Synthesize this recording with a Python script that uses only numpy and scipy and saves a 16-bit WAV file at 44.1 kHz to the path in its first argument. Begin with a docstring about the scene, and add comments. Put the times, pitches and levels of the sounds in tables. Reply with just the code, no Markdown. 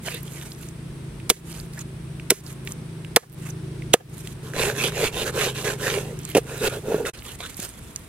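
"""Outdoors, at a wooden board close by: a heavy knife chops a big fish into steaks.
Four blows excite decaying noise for flesh and bone and the damped modes of the board; the blade saws
by friction, a steak slaps down and is scraped aside. Wet flesh rustles, ticks and pops as noise grains.
An engine idles some way off as harmonics of its firing rate, over rumble and hiss, with faint echoes.
A limiter ducks everything after each blow; near the end the sound breaks off briefly."""
import sys
import numpy as np
from scipy import signal
from scipy.fft import rfft, irfft, next_fast_len
from scipy.io import wavfile
from scipy.ndimage import map_coordinates

SR = 44100
rng = np.random.default_rng(int(sys.argv[2]) if len(sys.argv) > 2 else 0)


def master_out(mix):
    """Clip the mix to full scale and print it as 16-bit PCM to the path in sys.argv[1]."""
    frames = np.transpose(np.atleast_2d(mix))
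    ceiling = np.clip(frames, -1, 1)
    pcm = np.round(ceiling * 32767).astype(np.int16)
    wavfile.write(sys.argv[1], SR, pcm)


N = 356328  # length in samples

# All level_db and gain_db columns are relative levels.
# Spectra of the surroundings: hz [Hz], gain_db [dB]
RUMBLE_SPECTRUM = [(15, -34), (28, -25), (43, -7), (81, -8), (140, -9.5), (300, -17.5), (480, -24),
                   (700, -41.5), (6000, -42.5), (12000, -65)]
AIR_SPECTRUM = [(260, -44), (450, -20), (664, -2.5), (705, -10), (759, -7.5), (950, -6), (1890, -9.5),
                (2430, -10), (3140, -13.5), (3700, -13.5), (6150, -32), (7600, -17), (8700, -10),
                (9700, -17), (10900, -14.5), (11800, -24), (16000, -60)]
# Engine firing rate: time_s [s], firings_per_s [1/s]
FIRING_RATE = [(0, 27.9), (1, 27.4), (2, 27), (4, 26.6), (5.3, 26.2), (7.1, 26)]
# Engine exhaust orders: order [multiple of the firing rate], level_db [dB]
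EXHAUST_ORDERS = [(4, -10), (5, -2), (6, -4), (8, -14), (12, -16), (14, -19.5)]
# Spectrum of the exhaust noise: hz [Hz], gain_db [dB]
CHUFF_SPECTRUM = [(60, -36), (140, 6.5), (240, -2.5), (380, 4), (480, -7.5), (800, -21), (6000, -25),
                  (12000, -55)]
# Engine level: time_s [s], level_db [dB]
ENGINE_LEVEL = [(0, -41.5), (1.7, -37.5), (2.9, -37.5), (4.4, -37.5), (6.1, -38), (7.1, -45)]
# Left-right correlation of the surroundings, of rubbing and of a blow: hz [Hz], correlation [0-1]
AIR_CORRELATION = [(130, 0.96), (300, 0.74), (640, 0.61), (1400, 0.17), (3000, 0.083)]
RUB_CORRELATION = [(450, 0.98), (1100, 0.7), (3000, 0.56), (5000, 0.66), (8000, 0.049), (14000, 0.096)]
BLOW_CORRELATION = [(400, 0.03), (1200, 1), (5000, 0.97), (14000, 0.16)]
# Channel balance of the board: hz [Hz], left_minus_right_db [dB]
BOARD_BALANCE = [(200, -1.5), (1200, -1), (2400, -4.5), (5000, -4), (8000, -7), (11000, -9.5), (15000, -10)]
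# Blade drawn out of the flesh, or a hand shifting its grip:
# start_s [s], length_s [s], fastest_at [share of length], rub_level_db [dB], wet_level_db [dB]
RUBS = [(0.018, 0.2, 0.42, -31.5, -37), (0.2, 0.36, 0.46, -45.5, -43), (0.556, .16, 0.52, -49.5, -47),
        (1.437, 0.23, 0.56, -46.5, -44), (1.711, 0.12, 0.79, -43, -45), (2.434, 0.13, 0.25, -46.5, -45.5),
        (2.64, .1, 0.58, -49, -45.5), (3.359, 0.16, 0.84, -45.5, -46.5), (4.089, 0.25, 0.92, -48, -45),
        (4.45, 1.3, 0.37, -43, -51), (6.006, 0.37, 0.92, -44.5, -49), (6.452, 0.45, 0.37, -39, -42.5),
        (7.115, .11, 0.39, -41, -46), (7.22, 0.15, 0.55, -39.5, -42), (7.38, 0.2, 0.22, -37.5, -42.5),
        (7.547, 0.16, 0.65, -38, -36.5), (7.672, 0.5, 0.15, -54, -50)]
# Spectra of rubbed skin and of wet hiss: hz [Hz], gain_db [dB]
RUB_SPECTRUM = [(250, -8), (420, 12.5), (700, -0.5), (1500, 5.5), (2400, 4.5), (3600, 4), (5000, -3),
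                (8000, -28)]
WET_SPECTRUM = [(2940, -11), (5000, -9.5), (6890, -3), (11900, -6.5), (15000, -17), (16000, -28.5)]
# Flesh peeling off blade or board and settling in its slime: start_s [s], length_s [s], pop_level_db [dB]
PEELS = [(3.29, .06, -29), (6.28, .04, -25.5), (6.392, .055, -34)]
# Clear snaps of sticky skin and taps of the blade: time_s [s], level_db [dB], pitch_hz [Hz]
TICKS = [(0.0838, -10.5, 1950), (0.106, -26, 4500), (0.1445, -20, 10800), (0.231, -24.5, 11900),
         (0.279, -27, 3150), (0.519, -23, 4140), (1.1997, -26, 2420), (1.7915, -20, 7300),
         (2.1976, -23, 2340), (2.6742, -13, 2590), (2.721, -18, 7650), (3.0472, -22.5, 2370),
         (3.8216, -25.5, 2190), (4.2722, -18, 2980), (4.5355, -15, 1450), (4.9204, -16, 1430),
         (5.65, -20, 1730), (6.19, -24, 7500), (6.316, -24, 3270), (6.2513, -17.5, 7400),
         (7.0526, -18, 1940), (7.4044, -17, 2900), (7.439, -26, 2690), (7.601, -16.5, 7650),
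         (7.9603, -12.5, 6540)]
# Squeaks of the blade leaving the flesh: start_s [s], length_s [s], level_db [dB], pitch_hz [Hz]
SQUEAKS = [(1.799, 0.024, -38, 6750), (3.495, 0.019, -40, 6200)]
# Strokes of the blade, sawing and then pushing pieces aside: start_s [s], length_s [s],
# fastest_at [share of length], groan_level_db [dB], rasp_level_db [dB], from_hz [Hz], to_hz [Hz] (resonance)
STROKES = [(4.41, 0.16, 0.34, -42.5, -47, 1500, 1500), (4.524, 0.23, 0.48, -23.5, -25.5, 2420, 1730),
           (4.724, 0.19, 0.71, -28, -26.5, 1790, 3150), (4.91, 0.2, 0.68, -24, -26.5, 2150, 2400),
           (5.103, 0.17, 0.62, -25.5, -30, 2980, 3180), (5.238, 0.082, 0.46, -27, -29, 1570, 1550),
           (5.314, 0.23, 0.49, -26.5, -26, 1570, 2920), (5.526, 0.14, 0.47, -39, -34.5, 2790, 2880),
           (5.628, 0.15, 0.27, -28, -29, 1750, 1590), (5.765, 0.3, 0.38, -31, -29, 1800, 2510),
           (5.942, 0.051, .6, -20.5, -50, 2300, 2000), (5.961, .23, .2, -33, -46.5, 2200, 1750),
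           (6.436, 0.29, 0.26, -35, -43, 1505, 1880), (6.596, .096, 0.78, -20.5, -25.5, 1600, 1530),
           (6.708, 0.1, 0.2, -27.5, -40.5, 1500, 1600), (6.819, 0.27, 0.4, -24.5, -42, 1880, 1700),
           (7.045, 0.083, 0.27, -36, -33.5, 1600, 1840)]
# Spectra of the board's groan and the edge's rasp: hz [Hz], gain_db [dB]
GROAN_SPECTRUM = [(200, -15), (320, -13), (410, 1.5), (470, -2), (560, -9.5), (700, -16.5), (900, -19),
                  (1500, -43.5)]
RASP_SPECTRUM = [(380, -14), (540, 3.5), (720, -3), (850, -0.5), (900, -18), (1010, 3.5), (1130, -4.5),
                 (1620, -0.5), (2010, -8), (2800, -1.5), (3040, -6.5), (3220, -4), (3860, -2.5),
                 (4970, -10), (6000, -7.5), (7800, -12), (13200, -120)]
# Modes of the bare blade: hz [Hz], level_db [dB]
BLADE_MODES = [(1415, 4.5), (2600, 0), (3620, -19), (8050, -18), (11500, -29)]
# Modes of the board: hz [Hz], level_db [dB], t60_s [s]
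BOARD_MODES = [(255, -29, 0.018), (463.5, -4, 0.036), (477, -5.5, 0.029), (692, -4.5, 0.025),
               (1210, -19.5, 0.05), (1690, -16.5, 0.034)]
# Fish or blade set down; a steak flops in several contacts:
# time_s [s], level_db [dB], pitch_factor [ratio], hardness_hz [Hz]
KNOCKS = [(0.08, -23.5, 1.42, 2500), (6.351, -4, 0.95, 600), (6.358, -2, 0.81, 450), (6.368, -2, 1.12, 600),
          (6.3808, -3.5, 0.99, 700), (6.884, -17, 0.74, 500), (6.944, -7, 0.9, 570),
          (7.404, -32.5, 1.5, 2500), (7.592, -19.5, 0.43, 403)]
# Blade catching bone, or wet flesh smacking or tearing:
# time_s [s], level_db [dB], swell_s [s per 20 dB], t60_s [s], ring_hz [Hz], ring_db [dB]
SMACKS_AND_CATCHES = [(5.8804, -23.5, 0.00031, 0.01, 1560, 7.5), (6.35, -23.5, 0.0015, 0.058, 2660, 5),
                      (6.374, -20.5, 0.014, 0.058, 2680, -1.5), (7.069, -30.5, 0.0037, 0.065, 1390, 1)]
# Spectrum of crushed bone: hz [Hz], gain_db [dB]
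BONE_SPECTRUM = [(150, -1.5), (500, -3.5), (950, -12.5), (2000, 0), (3000, -5), (4500, -3.5), (7000, 1),
                 (11000, -2.5), (16000, -16)]
# The four blows: bone_gives_s [s], flesh_before_s [s], squelch_db [dB], crack_db [dB], swell_s [s per 20 dB],
# ring_hz [Hz], ring_db [dB], board_delay_s [s], knock_db [dB], hardness_hz [Hz], rebound_db [dB],
# bite_db [dB], bite_hz [Hz]
CHOPS = [(1.3012, 0.0066, -20, 5, 0.0014, 3240, -4.5, 0.0031, 7, 604, 0, -22, 1700),
         (2.3056, 0.004, -16.5, 5, 0.0012, 2700, -5.5, .0035, 7.5, 397, 9.5, -13, 1200),
         (3.163, .001, -19.5, 3, 0.00093, 3460, -5, .0055, 16.5, 2000, -15, 3, 1020),
         (3.9394, 0.0041, -27.5, 2.5, 0.0036, 3040, -1.5, 0.0018, 18.5, 1100, -10, -5.5, 1590)]
# Spectrum of the electronics' hiss: hz [Hz], gain_db [dB]
HISS_SPECTRUM = [(1000, 0), (3000, -2), (6000, -6), (15000, -5.5)]
# The sound breaks off briefly: time_s [s], gain_db [dB]
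DROPOUT = [(7.099, 0), (7.104, -14), (7.114, -18), (7.122, -42), (7.131, -45), (7.136, 0)]

TOP_HZ = 15900  # upper edge of the band
ENGINE_END_S = 7.11
ENGINE_DRIFT = .38  # scale of each exhaust order's phase unsteadiness, radians
CRUSH_S = .014  # length of the swell before tissue gives
CUT_THROUGH_S = 6.4  # from here on the blade is out of the flesh


def amp(db):
    """Decibels are a logarithmic measure of this amplitude ratio."""
    return 10 ** (np.asarray(db) / 20)


def unit(x):
    """Normalization: the signal is brought to an rms of 1."""
    return x / np.sqrt(np.mean(x ** 2) + 1e-20)


def along(points, hz):
    """Interpolation of (Hz, value) points on a logarithmic frequency axis."""
    f, v = np.transpose(points)
    return np.interp(np.log(hz + 1), np.log(f + 1), v)


def curves(rows):
    """Linear interpolation in time: one value per sample for each column after the time."""
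    s, *cols = np.transpose(rows)
    return [np.interp(np.arange(N) / SR, s, c) for c in cols]


def wobble(rate):
    """Band-limited fluctuation: a smooth curve through random knots, rate of them a second."""
    knots = rng.standard_normal(int(N * rate / SR) + 4)
    return map_coordinates(knots, [np.arange(N) * rate / SR])


def filtered(x, response):
    """Linear filtering: the spectrum is multiplied by a complex response of frequency."""
    n = x.shape[-1]
    m = next_fast_len(n + 4096)
    return irfft(rfft(x, m) * response(np.fft.rfftfreq(m, 1 / SR)), m)[..., :n]


def resonance(hz, centre, q):
    """Second-order resonance: unit gain at its centre, narrower as q grows."""
    damping = 1j * hz * centre / q
    return damping / (centre ** 2 - hz ** 2 + damping)


def shape(points):
    """Spectral envelope: the gain of a (Hz, dB) table."""
    return lambda hz: amp(along(points, hz))


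def noise(colour, alike, size=N, grit=1):
    """Partial coherence: mid and side noise mix to stereo of rms 1; grit sizes each sample before colouring."""
    def mid_side_gain(hz):
        turn = np.arccos(np.clip(along(alike, hz), -1, 1)) / 2
        return colour(hz) * np.array([np.cos(turn), np.sin(turn)])

    mid, side = filtered(grit * rng.standard_normal((2, size)), mid_side_gain)
    return unit(np.array([mid + side, mid - side]))


def add(track, s, sound):
    """Superposition: a sound is summed into the track from s seconds on."""
    start = max(round(s * SR), 0)
    part = track[:, start:start + sound.shape[-1]]
    part += sound[..., :part.shape[-1]]


def gestures(rows, power):
    """Speed law of (start, length, peak share, dB) movements: speed is an arch, amplitude a power of it."""
    energy = np.zeros((1, N))
    for start, length, peak, db in rows:
        share = np.arange(round(length * SR)) / (length * SR)
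        arch = np.interp(share, [0, np.clip(peak, .05, .95), 1], [0, np.pi / 2, np.pi])
        add(energy, start, (amp(db) * np.abs(np.sin(arch)) ** power) ** 2)
    return np.sqrt(energy[0])


def shifting(x, depth_db, width_hz, rate):
    """Moving contact: resonances about width_hz apart come and go, rate times a second."""
    hz, t, z = signal.stft(x, SR, nperseg=512)
    knots = rng.standard_normal((int(hz[-1] / width_hz) + 4, int(t[-1] * rate) + 4))
    field = map_coordinates(knots, np.meshgrid(hz / width_hz, t * rate, indexing="ij"))
    return unit(signal.istft(z * amp(depth_db * field), SR, nperseg=512)[1][:, :N])


def friction(spectrum, slips, grain_db, grain_rate):
    """Stick-slip friction: tiny catches of uneven size, bunched by the slips, ring a body."""
    return noise(shape(spectrum), RUB_CORRELATION, grit=amp(slips + grain_db * wobble(grain_rate)))


def outdoors(rumble_db=-43, air_db=-51):
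    """Ambient noise: a distant, slightly wavering rumble under a thin steady hiss."""
    rumble = amp(rumble_db + wobble(5.1)) * noise(shape(RUMBLE_SPECTRUM), AIR_CORRELATION)
    return rumble + amp(air_db) * noise(shape(AIR_SPECTRUM), AIR_CORRELATION)


def engine(waver_db=1.86, swell_db=1.4, chuff_db=-8, throb=.15):
    """Periodic combustion: exhaust harmonics of the firing rate, and a dull chuff swelling at each firing."""
    phase = 2 * np.pi * np.cumsum(curves(FIRING_RATE)[0]) / SR
    hum = 0
    for order, db in EXHAUST_ORDERS:
        level = amp(db + waver_db * wobble(4.06))
        hum = hum + level * np.cos(round(order) * phase + ENGINE_DRIFT * wobble(13))
    chuff = (1 + throb * np.cos(phase)) * noise(shape(CHUFF_SPECTRUM), AIR_CORRELATION)
    running = np.arange(N) / SR < ENGINE_END_S
    level = amp(curves(ENGINE_LEVEL)[0] + swell_db * wobble(2.495)) * running
    return level * (np.sqrt(2) * hum + amp(chuff_db) * chuff)


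def surroundings(x, wet_db=-44, t60=.18, dull_hz=1500, echo_db=-42, delay=.066, blur=0.0074, echo_hz=1200):
    """Scattering and reflection: things around return a faint dull tail, a wall one blurred echo."""
    t = np.arange(SR // 3) / SR
    tail = filtered(rng.standard_normal((2, len(t))), lambda hz: 1 / (1 + 1j * hz / dull_hz))
    tail = tail * amp(-60 * t / t60)
    echo = filtered(rng.standard_normal((2, len(t))), lambda hz: resonance(hz, echo_hz, 0.94))
    echo = echo * np.exp(-((t - delay) / blur) ** 2)
    answer = amp(wet_db) * tail / np.linalg.norm(tail[0]) + amp(echo_db) * echo / np.linalg.norm(echo[0])
    return signal.fftconvolve(x, answer, axes=1)[:, :N]


def handling(rub_db=-1, wet_db=-1, clump_db=3.0):
    """Lubricated friction: wet flesh slides on steel and skin with a fine crackle."""
    start, length, peak, rub_level, wet_level = np.transpose(RUBS)
    rub = gestures(zip(start, length, peak, rub_level), power=1.76)
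    wet = gestures(zip(start, length, peak, wet_level), power=0.87)
    slips = clump_db * wobble(90)
    skin = friction(RUB_SPECTRUM, slips, grain_db=1.0, grain_rate=770)
    skin = shifting(skin, depth_db=5, width_hz=386, rate=27)
    slime = friction(WET_SPECTRUM, slips, grain_db=3, grain_rate=880)
    slime = shifting(slime, depth_db=2.0, width_hz=680, rate=68)
    return amp(rub_db) * rub * skin + amp(wet_db) * wet * slime


def slime_pops(count=10, over_wet_db=9, spread_db=4, pitch_hz=10500, octaves=0.29, cycles=18):
    """Film rupture: slime bursts wherever flesh slides or peels, each a decaying sine of a few high cycles."""
    out = np.zeros((2, N))
    t = np.arange(SR // 200) / SR
    spans = [(start, length, wet_db + over_wet_db) for start, length, _, _, wet_db in RUBS] + list(PEELS)
    for start, length, db in spans:
        for share, (size, tone) in zip(rng.random(count), rng.standard_normal((count, 2))):
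            hz = min(pitch_hz * 2 ** (octaves * tone), TOP_HZ)
            decay = amp(db + spread_db * size - 60 * t * hz / cycles)  # 60 dB down after this many cycles
            add(out, start + share * length, decay * np.sin(2 * np.pi * hz * t))
    return out


def tick(db, pitch_hz, level_db=-5, t60=0.011, attack=0.00015, q=2.26, snap_db=-17, snap_t60=0.023):
    """Impulsive release: a tiny snap and a short burst in a broad resonance."""
    t = np.arange(SR // 20) / SR
    burst = noise(lambda hz: resonance(hz, pitch_hz, q) ** 2, BLOW_CORRELATION, size=len(t))
    snap = noise(shape(BONE_SPECTRUM), BLOW_CORRELATION, size=len(t))
    decaying = amp(-60 * t / t60) * burst + amp(snap_db - 60 * t / snap_t60) * snap
    return amp(db + level_db) * (1 - np.exp(-t / attack)) * decaying


def ticks(count=2, over_wet_db=16, spread_db=0.0, pitch_hz=5500, octaves=0.81):
    """Adhesion failure: the clear ticks, and a few faint ones in every rub as the skin lets go."""
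    out = np.zeros((2, N))
    for s, db, hz in TICKS:
        add(out, s, tick(db, hz))
    for start, length, _, _, wet_db in RUBS:
        for share, (size, tone) in zip(rng.beta(2, 2, count), rng.standard_normal((count, 2))):
            hz = min(pitch_hz * 2 ** (octaves * tone), TOP_HZ)
            add(out, start + share * length, tick(wet_db + over_wet_db + spread_db * size, hz))
    return out


def squeaks(q=14):
    """Stick-slip in one mode: wet steel sounds for a moment in a narrow resonance."""
    out = np.zeros((2, N))
    for s, length, db, pitch_hz in SQUEAKS:
        swell = np.hanning(round(length * SR))
        tone = noise(lambda hz: resonance(hz, pitch_hz, q), RUB_CORRELATION, size=len(swell))
        add(out, s, amp(db) * swell * tone)
    return out


def blade_tone(x, glide, boost_db=5, q=3):
    """Variable resonance: the blade's main resonance glides as the edge tilts and bites."""
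    hz, t, z = signal.stft(x, SR, nperseg=512)
    centre = np.interp(t, glide[:, 0], glide[:, -1])
    gain = np.abs(1 + amp(boost_db) * resonance(hz[:, None], centre, q))
    return unit(signal.istft(z * gain, SR, nperseg=512)[1][:, :N])


def bare_blade(slips, q=28):
    """Modal vibration: after the cut no flesh damps the blade, and its modes sing with the scraping."""
    modes = lambda hz: sum(amp(db) * resonance(hz, centre, q) for centre, db in BLADE_MODES)
    return noise(modes, RUB_CORRELATION, grit=amp(slips)) * (np.arange(N) / SR > CUT_THROUGH_S)


def scraping(groan_db=-1, rasp_db=1, wet_db=-9, wet_grows=0.85, sing_db=-3, judder_db=0.77):
    """Frictional excitation: the juddering edge makes board groan and steel rasp; slime hisses with the rasp."""
    start, length, peak, groan_level, rasp_level, from_hz, to_hz = np.transpose(STROKES)
    groan = gestures(zip(start, length, peak, groan_level), power=0.89)
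    rasp = gestures(zip(start, length, peak, rasp_level), power=1.61)
    # the resonance glides over the middle half of each stroke
    glide = np.column_stack([start + length / 4, from_hz, start + length - length / 4, to_hz]).reshape(-1, 2)
    slips = judder_db * wobble(110)
    board = friction(GROAN_SPECTRUM, slips, grain_db=3, grain_rate=400)
    board = shifting(board, depth_db=3, width_hz=130, rate=30)
    steel = friction(RASP_SPECTRUM, slips, grain_db=3.5, grain_rate=700)
    steel = shifting(steel, depth_db=3.3, width_hz=200, rate=24)
    steel = blade_tone(steel, glide) + amp(sing_db) * bare_blade(slips)
    slime = friction(WET_SPECTRUM, .6 * slips, grain_db=3, grain_rate=1500)
    slime = shifting(slime, depth_db=2.5, width_hz=400, rate=26)
    return amp(groan_db) * groan * board + amp(rasp_db) * rasp * steel + amp(wet_db) * rasp ** wet_grows * slime


def catches(count=3, over_rasp_db=9.0, spread_db=2.5, pitch_hz=2500, octaves=0.65, scatter=.14):
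    """Intermittent contact: around its fastest point each stroke catches on a few scales and fibres."""
    out = np.zeros((2, N))
    for start, length, peak, _, rasp_db, _, _ in STROKES:
        for when, size, tone in rng.standard_normal((count, 3)):
            s = start + length * np.clip(peak + scatter * when, .15, .85)
            add(out, s, tick(rasp_db + over_rasp_db + spread_db * size, pitch_hz * 2 ** (octaves * tone)))
    return out


def crack(db, swell, t60, ring_hz, ring_db, ring_q=4):
    """Fracture: crushing swells for CRUSH_S until tissue gives, then dies; flesh damps the blade's ring."""
    t = np.arange(SR // 8) / SR - CRUSH_S
    crunch = noise(shape(BONE_SPECTRUM), BLOW_CORRELATION, size=len(t))
    ring = noise(lambda hz: resonance(hz, ring_hz, ring_q), BLOW_CORRELATION, size=len(t))
    envelope_db = np.where(t < 0, 20 * t / swell, -60 * t / t60)
    return amp(db + envelope_db) * (crunch + amp(ring_db) * ring)


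def knock(db, pitch, hard_hz, rattle_db=-33, rattle_t60=0.13, low_hz=160):
    """Modal impact: the loaded board rings briefly; soft contacts excite low modes, and bass radiates weakly."""
    t = np.arange(SR // 6) / SR
    ring = 0
    for hz, level, t60 in BOARD_MODES:
        decay = amp(level + rng.standard_normal() - 60 * t / t60)
        ring = ring + decay * np.sin(2 * np.pi * hz * pitch * t)
    rattle = amp(rattle_db - 60 * t / rattle_t60) * noise(shape(RUB_SPECTRUM), RUB_CORRELATION, size=len(t))
    radiation = lambda hz: (1j * hz / (low_hz + 1j * hz)) ** 2
    return amp(db) * filtered(ring + rattle, lambda hz: radiation(hz) / (1 + 1j * hz / hard_hz))


def knocks():
    """Impact and fracture: pieces land with dull knocks; flesh smacks, and the blade once catches bone."""
    out = np.zeros((2, N))
    for s, db, pitch, hard_hz in KNOCKS:
        add(out, s, knock(db, pitch, hard_hz))
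    for s, db, swell, t60, ring_hz, ring_db in SMACKS_AND_CATCHES:
        add(out, s - CRUSH_S, crack(db, swell, t60, ring_hz, ring_db))
    return out


def chops(rebound_s=.0135):
    """Successive impacts: the knife squelches into flesh, cracks bone and bites the board; the fish bumps after."""
    out = np.zeros((2, N))
    for (s, flesh_s, squelch_db, crack_db, swell, ring_hz, ring_db,
         delay, knock_db, hard_hz, rebound_db, bite_db, bite_hz) in CHOPS:
        squelch = crack(squelch_db, swell=0.00063, t60=0.22, ring_hz=8000, ring_db=-24)
        add(out, s - flesh_s - CRUSH_S, squelch)
        add(out, s - CRUSH_S, crack(crack_db, swell, t60=0.037, ring_hz=ring_hz, ring_db=ring_db))
        bite = crack(bite_db, swell=.002, t60=0.028, ring_hz=bite_hz, ring_db=9.0)
        add(out, s + delay - CRUSH_S, bite)
        add(out, s + delay, knock(knock_db, pitch=1.02, hard_hz=hard_hz))
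        add(out, s + rebound_s, knock(rebound_db, pitch=0.87, hard_hz=400))
    return out


def scene(lag=.000058):
    """Interchannel cues: sound from the board reaches the right channel lag seconds sooner, and brighter."""
    wet = handling() + slime_pops() + ticks() + squeaks()
    work = wet + scraping() + catches() + knocks() + chops()
    sides = np.array([[.5], [-.5]])  # left, right
    balance = lambda hz: amp(sides * along(BOARD_BALANCE, hz))
    work = filtered(work, lambda hz: balance(hz) * np.exp(-2j * np.pi * hz * lag * sides))
    return outdoors() + engine() + surroundings(work) + work


def record(dry, ceiling_db=-3, release_db=125, attack=0.002, hiss_db=-61):
    """Dynamic limiting: gain drops on each blow and recovers at release_db a second; what slips through clips."""
    over = np.maximum(20 * np.log10(np.abs(dry).max(axis=0) + 1e-9) - ceiling_db, 0)
    recovery = release_db * np.arange(N) / SR
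    cut = np.maximum.accumulate(over + recovery) - recovery
    keep = np.exp(-1 / (attack * SR))
    cut = signal.lfilter([1 - keep], [1, -keep], cut)
    hiss = amp(hiss_db) * noise(shape(HISS_SPECTRUM), AIR_CORRELATION)
    limited = np.clip(dry * amp(-cut), -1, 1) + hiss  # the electronics after the limiter are not ducked
    interrupted = limited * amp(curves(DROPOUT)[0])
    return filtered(interrupted, lambda hz: 1 / np.sqrt(1 + (hz / TOP_HZ) ** 240))  # steep low-pass


dry = scene()
out = record(dry)
master_out(out)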